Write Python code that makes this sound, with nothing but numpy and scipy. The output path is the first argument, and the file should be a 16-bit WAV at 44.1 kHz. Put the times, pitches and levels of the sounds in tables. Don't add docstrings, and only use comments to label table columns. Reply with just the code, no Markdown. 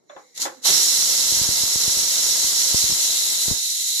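import sys
import numpy as np
from scipy import signal
from scipy.fft import rfft, irfft
from scipy.io import wavfile

SR = 44100
rng = np.random.default_rng(int(sys.argv[2]) if len(sys.argv) > 2 else 0)


def int16_out(signal):
    q = np.round(np.clip(np.atleast_2d(signal).T, -1, 1) * 32767)
    wavfile.write(sys.argv[1], SR, q.astype(np.int16))


N = 176400
T = np.arange(N) / SR
FREQS, GRID_HZ = np.arange(N // 2 + 1) * SR / N, np.linspace(0, SR / 2, 2049)


# (time [s], level [dB])
SPURT_FLOW = [(0, -79), (.2, -61), (.34, -62.5), (.352, -45), (.374, -38), (.379, -32), (.392, -38.5),
              (.405, -27.5), (.426, -24.5), (.455, -29), (.5, -47.5), (.615, -55.5)]
# (time [s], boost [dB])
SPURT_SPITS = [(.378, 6), (.401, 4.6), (0.411, 2.6), (0.419, 8.6), (0.426, 7.6)]
# (time [s], level [dB], low band [dB], treble [dB], left minus right [dB])
RELEASE_FLOW = [(0.64, -29.5, -8, -9, 3), (0.65, -20.5, -2.5, -5.5, 2), (0.67, -15.5, -4.5, -5, -0.5),
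                (0.86, -19, -8, -5, 1.5), (1.47, -20, -8, -6, 1.5), (1.75, -21, -7.5, -5.5, 2.5),
                (2.82, -19.5, -8.5, -6.5, 2.5), (2.92, -21.5, -7, -6.5, 4.5), (3.46, -23.5, -6, -3, 4),
                (3.52, -23, -9.5, -6, 0), (3.61, -27.5, -6.5, -4.5, 4), (4.0, -25, -7, -2.5, 3)]
# (frequency [Hz], left [dB], right [dB])
HISS_COLOUR = [(1000, -38, -39.5), (1700, -27, -21), (2050, -10.5, -6), (2350, -19.5, -18),
               (2960, -13, -10.5), (3540, -7, -7), (3930, -8.5, 1), (4560, -8.5, -2.5), (6100, -6.5, 1),
               (6780, -1.5, -2.5), (7950, -3.5, -9), (8180, -6.5, -9.5), (12900, -9, -11.5),
               (13900, -15.5, -13)]
# (frequency [Hz], half width [Hz], left [dB], right [dB])
VENT_PEAKS = [(4026, 60, 0, 4), (4285, 36, 5, 1.5), (4466, 45, 5.5, 2.5), (4704, 44, -3, -1),
              (4770, 40, 4, 4), (5090, 32, -4, 3.5), (6000, 60, -5, 5), (6645, 53, 7, 5), (7023, 52, 6, 6),
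              (7480, 35, 4.5, -9), (7840, 67, 3, 6)]
# (frequency [Hz], power share [0-1])
HISS_COMMON = [(2400, 0.74), (5500, 0.1), (8000, 0.31), (13000, 0.17)]

def hiss(right_lag_s=0.00028, low_edge_hz=4340, treble_edge_hz=7640, gain_db=1.5, balance_db=-1):
    share = np.interp(FREQS, *np.array(HISS_COMMON).T)
    direct = white(channels=1) * np.exp(-2j * np.pi * np.outer([0, right_lag_s], FREQS))
    turbulence = np.sqrt(share) * direct + np.sqrt(1 - share) * white()
    peaks_db = sum(np.outer(pair_db, bump(GRID_HZ, hz, width)) for hz, width, *pair_db in VENT_PEAKS)
    jet = colour(turbulence, HISS_COLOUR, peaks_db)
    below, above = FREQS < low_edge_hz, FREQS > treble_edge_hz
    low, middle, treble = (irfft(jet * band, N) for band in (below, ~(below | above), above))
    _, low_db, treble_db, pan_db = curve(RELEASE_FLOW)
    steam = unit(low * undb(low_db - low_db.mean()) + middle + treble * undb(treble_db - treble_db.mean()))
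    flow_db = curve(list(SPURT_FLOW) + [row[:2] for row in RELEASE_FLOW])
    flutter_db = 0.75 * walk(hz=25.18) + 0.55 * walk(hz=402.4)
    spits_db = sum(db * bump(T, time_s, spread=0.0013) for time_s, db in SPURT_SPITS)
    sides_db = np.outer([.5, -.5], pan_db + balance_db)
    return steam * undb(gain_db + flow_db + flutter_db + spits_db + sides_db)


# (time [s], pitch [Hz], level [dB], partner level [dB])
RIM_TONE = [(.62, 5400, -90, -90), (.67, 5420, -21.5, -20), (.9, 5390, -26, -24), (1.5, 5370, -29.5, -32),
            (2.1, 5440, -27.5, -28), (2.7, 5425, -27.5, -34), (3.3, 5450, -31, -40),
            (3.65, 5340, -34.5, -44)]

def edge_tone(width_hz=190, partner_above_hz=240, waver_hz=24.6, left_db=-19):
    def narrow_noise(centre_hz):
        breath = walk(width_hz) + 1j * walk(width_hz)
        return unit(np.real(breath * np.exp(2j * np.pi * np.cumsum(centre_hz) / SR)))

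    hz, db, partner_db = curve(RIM_TONE)
    hz = hz + waver_hz * walk(hz=14)
    tone = undb(db) * narrow_noise(hz) + undb(partner_db) * narrow_noise(hz + partner_above_hz)
    return np.outer(undb([left_db, 0]), tone)


# (time [s], level [dB])
DRY_JET_LEVEL = [(0, -110), (.7, -55), (2.8, -40.5), (3.15, -28), (3.65, -30), (4, -26.5)]
# (frequency [Hz], half width [Hz], left [dB], right [dB])
DRY_JET_PEAKS = [(3960, 240, -6.5, 1), (6060, 24, -16, 3.5), (6860, 60, -2, 1), (6860, 47, -11, -4),
                 (7350, 40, 4, -10)]

def dry_whistle():
    response = sum(np.outer(undb(pair_db), bump(GRID_HZ, hz, width))
                   for hz, width, *pair_db in DRY_JET_PEAKS)
    gains = np.array([np.interp(FREQS, GRID_HZ, side) for side in response])
    return unit(irfft(white() * gains, N)) * undb(curve(DRY_JET_LEVEL))


# (time [s], level [dB])
SPUTTER_LEVEL = [(0, -80), (.34, -76), (.378, -50.5), (.44, -37), (.48, -52), (.62, -61), (.655, -38),
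                 (.76, -34.5), (.87, -38.5), (2.8, -39.5), (3.3, -43.5), (3.56, -44), (3.63, -58),
                 (4, -54.5)]
# (frequency [Hz], left [dB], right [dB])
CRACKLE_COLOUR = [(30, -29, -28), (94, -6, -17), (166, 3.5, -13), (223, 2.5, -9.5), (336, 6, -9),
                  (780, 5, -0.5), (1270, 2.5, 1.5), (1870, 1, -2.5), (2330, -12, -14.5), (3870, -18, -22),
                  (8000, -45, -45)]

def sputter(gain_db=-1):
    bursts = impacts(per_s=2500, spread_db=4)
    crackle = irfft(colour(rfft(bursts), CRACKLE_COLOUR), N)
    return unit(crackle) * undb(curve(SPUTTER_LEVEL) + gain_db)


# (time [s], level [dB], tilt [dB/octave], contact peak [Hz])
WEIGHT_KNOCKS = [(.096, -36.5, 5, 1330), (.163, -32.5, 1.5, 1070), (.453, -20.5, 5.5, 950),
                 (.652, -26.5, 3, 776), (.685, -24, 1.5, 650)]
# (frequency [Hz], level [dB], t60 [s])
LID_MODES = [(319, -9, 0.33), (540, -11, .28), (630, 1, 0.17), (799, 0, 0.22), (840, 0.5, 0.19),
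             (1060, -1, 0.16), (1247, -9, 0.14), (1370, -14, 0.14), (1697, -8.5, 0.17), (2003, -5.5, 0.15),
             (3505, -1.5, 0.045)]
# (frequency [Hz], level [dB])
CLATTER_COLOUR = [(100, -29), (300, 0.5), (600, 3), (1000, -0.5), (1600, -2), (2400, -14), (14000, -54)]

def knocks(attack_s=0.00065, ring_db=-13, clatter_db=-6.5, contact_db=5, contact_octaves=0.23):
    def emphasis_db(hz, peak_hz):
        return contact_db * bump(np.log2(hz + 1), np.log2(peak_hz), contact_octaves)

    out, t = np.zeros((2, N)), T[:SR // 3]
    attack = 1 - np.exp(-t / attack_s)
    for start_s, db, tilt_db, peak_hz in WEIGHT_KNOCKS:
        ring = np.zeros((2, len(t)))
        for hz, mode_db, t60_s in LID_MODES:
            gain = undb(mode_db + tilt_db * np.log2(hz / 1000) + emphasis_db(hz, peak_hz))
            ring += gain * decay(t, t60_s) * np.sin(2 * np.pi * (hz * t + rng.random((2, 1))))
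        shape_db = tilt_db * np.log2(1 + GRID_HZ / 500) + emphasis_db(GRID_HZ, peak_hz)
        spectrum = colour(white(size=len(t)), CLATTER_COLOUR, shape_db)
        clatter = unit(irfft(spectrum, len(t))) * decay(t, t60_s=0.19)
        i = int(start_s * SR)
        out[:, i:i + len(t)] += undb(db) * attack * (undb(ring_db) * ring + undb(clatter_db) * clatter)
    return out


# (time [s], level [dB], rise [s])
AIR_PUFFS = [(1.323, -23, 0.00034), (1.415, -16, 0.00074), (1.489, -15, 0.0005), (1.636, -22, 0.00028),
             (1.758, -21, 0.00012), (1.879, -18, 0.00041), (1.971, -27, 0.00029), (2.445, -29.5, 0.00014),
             (2.745, -11, 0.00038), (2.840, -19, 0.0006), (2.925, -23, 0.00028), (3.482, -17.5, 0.0004),
             (3.513, -10, 0.001)]
# (centre [s], spread [s], level [dB])
AIR_BUFFETS = [(1.38, 0.14, -43), (1.95, 0.48, -49.5), (2.9, 0.039, -36), (3.511, 0.018, -27.5)]

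def puffs(fall_s=0.0016, low_cut_hz=57, puff_gain_db=7):
    def pulse(rise_s):
        return np.exp(-t / fall_s) * (1 - np.exp(-(t / rise_s) ** 2))

    t, pressure = T[:SR // 20], np.zeros(N)
    for start_s, db, rise_s in AIR_PUFFS:
        i = int(start_s * SR)
        pressure[i:i + len(t)] += undb(db + puff_gain_db) * pulse(rise_s)
    kicks = impacts(per_s=270, spread_db=3, channels=1)[0]
    eddies = unit(signal.oaconvolve(kicks, pulse(rise_s=0.00024))[:N])
    strength = sum(undb(db) * bump(T, centre_s, spread_s) for centre_s, spread_s, db in AIR_BUFFETS)
    low_cut = signal.butter(2, low_cut_hz, "high", fs=SR, output="sos")
    return np.outer([1, 0], signal.sosfilt(low_cut, pressure + eddies * strength))


# (time [s], start pitch [Hz], end pitch [Hz], level [dB], t60 [s], left minus right [dB])
HOLLOW_NOTES = [(.097, 650, 493, -42, 0.45, -11), (.385, 300, 256, -51, .45, -7),
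                (.453, 545, 512, -38.5, 0.47, -11), (.453, 350, 321, -38.5, 0.28, 0),
                (.555, 268, 245, -56, .8, -13), (.68, 390, 367, -40, 0.48, -4),
                (.69, 172, 155.5, -37, 0.19, -6), (.83, 285, 255, -48, 0.27, -3)]

def pot_notes(sink_s=.05, attack_s=0.0082, jitter=.06, rough_depth=.9, rough_hz=110):
    out = np.zeros((2, N))
    for start_s, start_hz, end_hz, db, t60_s, pan_db in HOLLOW_NOTES:
        age_s = np.maximum(T - start_s, 0)
        hz = end_hz + (start_hz - end_hz) * np.exp(-age_s / sink_s)
        hz *= 1 + jitter * walk(rough_hz)
        envelope = undb(db) * (1 - np.exp(-age_s / attack_s)) * decay(age_s, t60_s)
        roughness = 1 + rough_depth * walk(rough_hz)
        note = envelope * roughness * np.sin(2 * np.pi * np.cumsum(hz) / SR)
        out += np.outer(undb([pan_db / 2, -pan_db / 2]), note)
    return out


# (time [s], level [dB])
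LEAK_LEVEL = [(0, -72), (.06, -81), (.1, -56.5), (.33, -62), (.38, -39), (.52, -67), (.62, -61), (.7, -82)]
# (frequency [Hz], half width [Hz], level [dB])
PIPE_PEAKS = [(2080, 180, 0.5), (4000, 170, -0.5), (5500, 97, -1), (6040, 46, 3), (6880, 58, 8)]

def leak():
    response = sum(undb(db) * bump(GRID_HZ, hz, width) for hz, width, db in PIPE_PEAKS)
    gains = np.interp(FREQS, GRID_HZ, response + 1e-9)
    return unit(irfft(white() * gains, N)) * undb(curve(LEAK_LEVEL))


def kitchen_echo(x, wet_db):
    t = T[:SR // 3]
    tail = rng.standard_normal((2, len(t))) * decay(t, t60_s=0.15)
    tail /= np.sqrt(np.sum(tail ** 2, axis=1, keepdims=True))
    echo = signal.fftconvolve(x, tail, axes=1)[:, :N]
    return (x + undb(wet_db) * echo) / np.hypot(1, undb(wet_db))


# (frequency [Hz], level [dB])
ROOM_COLOUR = [(30, -28), (150, 0), (350, 5), (600, 1), (3000, -30), (14000, -38)]

def room_tone(level_db=-66.5):
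    return undb(level_db) * unit(irfft(colour(white(), ROOM_COLOUR), N))


def undb(db):
    return 10 ** (np.asarray(db) / 20)


def unit(x):
    return x / np.sqrt(np.mean(x ** 2))


def decay(t, t60_s):
    return np.exp(-np.log(1000) * t / t60_s)


def bump(x, centre, spread):
    return np.exp(-.5 * np.minimum(((x - centre) / spread) ** 2, 100))


def curve(rows):
    times, *columns = np.array(rows).T
    return np.array([np.interp(T, times, c) for c in columns])


def colour(spectrum, rows, extra_db=0):
    hz, *columns = np.array(sorted(rows)).T
    grid_db = np.array([np.interp(np.log(GRID_HZ + 1), np.log(hz), c) for c in columns])
    bins_hz = np.linspace(0, SR / 2, spectrum.shape[-1])
    return spectrum * np.array([np.interp(bins_hz, GRID_HZ, g) for g in undb(grid_db + extra_db)])


def white(channels=2, size=N):
    return rng.standard_normal((channels, size // 2 * 2 + 2)).view(complex)


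def walk(hz):
    points = rng.standard_normal(8192)
    return np.interp(T * hz, np.arange(len(points)), points)


def impacts(per_s, spread_db, channels=2):
    chance = rng.random((channels, N)) * SR / per_s
    sign = rng.integers(0, 2, (channels, N)) * 2 - 1
    hit = chance < 1
    out = np.zeros((channels, N))
    out[hit] = sign[hit] * undb(spread_db * np.minimum(-np.log(chance[hit]), 5))
    return out


def scene():
    background = room_tone()
    steam = kitchen_echo(hiss() + edge_tone() + dry_whistle() + leak() + sputter(), wet_db=-7)
    return steam + kitchen_echo(knocks(), wet_db=-4.5) + pot_notes() + puffs() + background


def record(dry):
    top_hz = 14250
    return signal.sosfilt(signal.ellip(14, .2, 80, top_hz, fs=SR, output="sos"), dry)


dry = scene()
out = record(dry)
int16_out(out)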